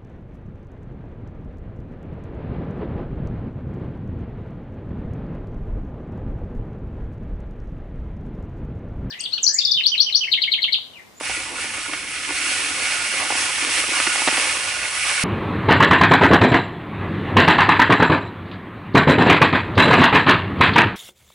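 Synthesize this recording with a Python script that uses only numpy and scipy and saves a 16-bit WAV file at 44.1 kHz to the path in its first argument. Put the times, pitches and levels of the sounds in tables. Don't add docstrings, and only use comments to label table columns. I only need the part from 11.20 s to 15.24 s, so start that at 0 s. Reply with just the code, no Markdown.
import sys
import numpy as np
from scipy import signal
from scipy.io import wavfile
from scipy.ndimage import map_coordinates

SR = 44100
rng = np.random.default_rng(int(sys.argv[2]) if len(sys.argv) > 2 else 0)


def dump(signal):
    limited = np.clip(np.atleast_2d(signal).T, -1, 1)
    pcm = np.round(limited * 32767).astype(np.int16)
    wavfile.write(sys.argv[1], SR, pcm)


N = 178119

# [f/Hz, width/Hz, level/dB, left over right/dB]
HOPPER_RESONANCES = [(291, 56, 0.5, 0), (531.5, 67, -4.5, -1.5), (604.4, 28, -2.5, -2.5), (753, 59, -3, -4),
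                     (883, 61, -1, -1.5), (1111, 167, -2.5, -9.5), (1281, 54, -2.5, -1), (1448, 83, -1, -6),
                     (1790, 122, -3.5, -1), (1961, 63, -0.5, 0), (2213, 170, 0.5, -3.5),
                     (2556, 107, -1, -1), (2776, 91, -3, -8.5), (3364, 630, -11.5, -6), (4347, 68, -6.5, 0),
                     (4900, 42, -26, 12), (5810, 30, -9, -4)]
BOOM_TOP_HZ, HOLLOW_TOP_HZ = 400, 1200


def from_db(db):
    return 10 ** (np.asarray(db) / 20)


def rms_one(x):
    return x / np.sqrt(np.mean(x ** 2) + 1e-20)


def level_one(pair):
    middle = pair.mean(axis=0)
    return pair / np.sqrt(np.mean(middle ** 2))


def at_hz(points, hz):
    point_hz, values = np.transpose(points)
    return np.interp(np.log(hz), np.log(point_hz), values)


def drift(rate_hz):
    r = np.exp(-80 * np.pi * rate_hz / SR)
    noise = rng.standard_normal(N // 40 + 2002)
    slow = signal.lfilter([1], [1, -2 * r, r * r], noise)[2000:]
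    return np.interp(np.arange(N) / 40, np.arange(len(slow)), rms_one(slow))


def resonance(x, hz, width_hz):
    r = np.exp(-np.pi * width_hz / SR)
    feed = np.array([1, 0, -1]) * (1 - r * r) / 2
    feedback = [1, -2 * r * np.cos(2 * np.pi * hz / SR), r * r]
    return signal.lfilter(feed, feedback, x)


def spread(mid, side, hz, pan_db):
    # [f/Hz, likeness/0-1]
    likeness = [(30, 1), (65, 1), (140, 0.77), (270, 0.85), (570, 0.87), (1200, 0.79), (2500, 0.86),
                (5000, 0.38), (6500, 0.6), (8200, 0.9), (10500, 0.92)]
    alike = np.clip(at_hz(likeness, hz), 0, 1)
    pair = np.sqrt(1 + alike) * mid + np.sqrt(1 - alike) * side * [[1], [-1]]
    return pair * from_db([[pan_db / 2], [-pan_db / 2]])


def grains(per_s, uneven_db):
    size_db = uneven_db * np.minimum(rng.exponential(1, (2, N)), 5)
    sizes = from_db(size_db) * rng.choice([-1, 1], (2, N))
    lands = rng.random((2, N)) < per_s / SR
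    return rms_one(sizes * lands)


def bands(sources, spectrum, low_hz, count, patchy_db, pan_db):
    out, edges = 0, low_hz * 2 ** (np.arange(count + 1) / 3)
    for k, (low, high) in enumerate(zip(edges, edges[1:])):
        band = signal.butter(2, [low, high], "band", fs=SR, output="sos")
        mid, side = signal.sosfilt(band, sources[k % 2])
        hz = np.sqrt(low * high)
        level_db = at_hz(spectrum, hz) + patchy_db * drift(11.0)
        out = out + from_db(level_db) * spread(mid, side, hz, pan_db)
    return level_one(out)


def part_of(hz):
    return (hz > BOOM_TOP_HZ) + (hz > HOLLOW_TOP_HZ)


def through_dips(x):
    # [f/Hz, width/Hz, depth/0-1]
    dips = [(192, 68, 1), (389, 17, 0.16), (676, 6.4, 0.47), (942, 10, 0.1), (1327, 35, 0.8), (1522, 33, 1)]
    for hz, width_hz, depth in dips:
        x = x - np.clip(depth, 0, 1) * resonance(x, hz, width_hz)
    return x


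def drumming(boom_db, hollow_db, wall_db, surge):
    shower, parts, lumps = grains(3500, uneven_db=2.0), [0, 0, 0], drift(25)
    for k, (hz, width_hz, level_db, pan_db) in enumerate(HOPPER_RESONANCES):
        mid, side = resonance(shower, hz, width_hz)
        sign = (-1) ** k
        rung = sign * from_db(level_db + 1.41 * drift(11.6)) * spread(mid, side, hz, pan_db)
        parts[part_of(hz)] = parts[part_of(hz)] + rung
    boom, hollow, walls = [through_dips(part) for part in parts]
    boom = from_db(boom_db) * level_one(from_db(2.6 * lumps) * boom)
    hollow = from_db(hollow_db) * level_one(from_db(1.74 * lumps + 0.81 * surge) * hollow)
    walls = from_db(wall_db) * level_one(from_db(1.0 * surge) * walls)
    return boom + hollow + walls


def grain_hiss(flow_db, surge):
    # [f/Hz, relative level per Hz/dB]
    hiss_colour = [(1470, -29), (2500, -1.5), (3940, -14), (4270, -10), (4690, 8.5), (5530, -8),
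                   (6870, -10), (9340, -5.5), (10900, -9), (14200, -41), (22000, -120)]
    showers = [grains(14000, uneven_db=2.0) for _ in range(2)]
    hiss = bands(showers, hiss_colour, 2410, count=7, patchy_db=0.53, pan_db=-1.0)
    return from_db(flow_db + 1.5 + 0.56 * surge) * hiss


def far_rumble():
    # [f/Hz, relative level per Hz/dB]
    rumble_colour = [(13, -40), (22, -24), (43, -3), (65, -0.5), (97, 0.5), (189, -10.5), (230, -5.5),
                     (300, -16), (510, -120)]
    noise = rng.standard_normal((2, 2, N))
    return from_db(-50) * bands(noise, rumble_colour, 20.1, count=11, patchy_db=2.5, pan_db=0.0)


def blows_on_hopper():
    # [t/s, hollow level/dB, hollow centre f/Hz, boom level/dB, walls level/dB, length/s]
    sharp_knocks = [(0.01, -29, 560, -38, -41, 0.003), (0.097, -29, 560, -48, -48, 0.005),
                    (0.444, -34, 610, -36, -35, 0.003), (0.582, -37, 610, -45, -41, 0.003),
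                    (0.734, -42, 790, -42, -23, 0.009), (1.107, -30, 610, -34, -42, 0.004),
                    (1.268, -36, 1100, -38, -30, 0.003), (1.937, -36, 610, -55, -25, 0.006),
                    (2.104, -21, 850, -36, -38, 0.005), (2.124, -25, 790, -41, -36, 0.003),
                    (2.153, -31, 910, -35, -28, 0.003), (2.224, -33, 610, -42, -34, 0.003),
                    (2.449, -47, 520, -34, -25, 0.003), (2.639, -31, 610, -39, -26, 0.005),
                    (2.8015, -30, 610, -35, -17, 0.003), (2.868, -23, 790, -26, -18, 0.008),
                    (2.958, -27, 790, -41, -34, 0.003), (3.019, -25, 1100, -38, -26, 0.003),
                    (3.075, -17, 700, -24, -15, 0.007), (3.086, -21, 1100, -32, -21, 0.003),
                    (3.127, -30, 790, -30, -34, 0.003), (3.172, -24, 1100, -35, -20, 0.007),
                    (3.18, -26, 610, -39, -25, 0.003)]
    # [t/s, boom level/dB]
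    faint_knocks = [(1.238, -40), (1.394, -40), (1.419, -38), (2.063, -39), (2.201, -37), (2.377, -39),
                    (2.472, -34), (2.496, -34), (2.591, -36), (2.605, -36), (2.689, -34), (2.72, -37)]
    hollow_db, walls_db = -4, -1
    centre_hz, length_s = 600, .003
    faint_rows = [(s, db + hollow_db, centre_hz, db, db + walls_db, length_s) for s, db in faint_knocks]
    return sharp_knocks + faint_rows


def knocks():
    level_span_s = .01
    s, hollow_db, centre_hz, boom_db, wall_db, length_s = np.transpose(blows_on_hopper())[:, :, None]
    size = 3072
    noise = rng.standard_normal((len(s), size))
    cluster = 8 * length_s * noise ** 3 * np.exp(-np.arange(size) / SR / length_s)
    cluster[:, 0] = 1
    soften = signal.butter(2, 2500, fs=SR, output="sos")
    cluster = signal.sosfilt(soften, cluster)
    parts = [0, 0, 0]
    for hz, width_hz, level_db, pan_db in HOPPER_RESONANCES:
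        off_db = -24 * np.log2(hz / centre_hz) ** 2 * (part_of(hz) == 1)
        rung = from_db(level_db + off_db) * resonance(cluster, hz, 2.0 * width_hz)
        left_right = from_db([[[pan_db / 2]], [[-pan_db / 2]]])
        parts[part_of(hz)] = parts[part_of(hz)] + rung * left_right
    parts[0] = resonance(parts[0], 380, 300)
    blows = 0
    for db, part in zip((boom_db, hollow_db, wall_db), map(through_dips, parts)):
        energy = np.sum(part.mean(axis=0) ** 2, axis=1, keepdims=True)
        blows = blows + from_db(db) * part * np.sqrt(level_span_s * SR / energy)
    out = np.zeros((2, N + size))
    for k, at in enumerate(np.round(s[:, 0] * SR).astype(int)):
        out[:, at:at + size] += blows[:, k]
    return out[:, :N]


def scene():
    # [t/s, level/dB]
    flow = [(0, -37.5), (.05, -31.5), (.13, -29.5), (.33, -36.5), (.41, -30), (.52, -33), (.62, -32),
            (.86, -34.5), (1.1, -31), (1.3, -25.5), (1.55, -28), (1.93, -27.5), (2.07, -28.5),
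            (2.21, -24.5), (2.36, -27.5), (2.6, -24.5), (2.69, -27), (2.76, -25), (3.22, -24), (3.63, -31),
            (3.78, -27.5), (4.04, -25)]
    # [t/s, level/dB]
    hollow_levels = [(0, -38), (.15, -38.5), (.6, -40), (.9, -44), (1.35, -37.5), (1.9, -35), (2.15, -34),
                     (2.4, -37), (3.15, -31), (3.6, -37.5), (4.04, -34)]
    # [level at mean flow/dB, share of the flow's swing that is followed]
    walls_follow = (-26.5, 0.87)
    boom_follows = (-45, 0.33)
    mean_flow_db = -28
    heap_full_s, heap_damps_db_per_s = 2.9, 6.5
    left_lag_s = .00002

    t = np.arange(N) / SR
    flow_db = np.interp(t, *np.transpose(flow))
    swing_db = flow_db - mean_flow_db
    wall_db, boom_db = [db + share * swing_db for db, share in (walls_follow, boom_follows)]
    hollow_db = np.interp(t, *np.transpose(hollow_levels))
    boom_db = boom_db - heap_damps_db_per_s * np.maximum(t - heap_full_s, 0)
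    surge = drift(6.9)
    left, right = drumming(boom_db, hollow_db, wall_db, surge) + knocks()
    left = map_coordinates(left, [np.arange(N) - left_lag_s * SR], order=3, mode="nearest")
    return np.array([left, right]) + grain_hiss(flow_db, surge) + far_rumble()


def record(dry):
    soft = np.tanh(dry)
    top_cut = signal.ellip(18, .5, 72, 11010, fs=SR, output="sos")
    return signal.sosfilt(top_cut, soft)


dry = scene()
out = record(dry)
dump(out)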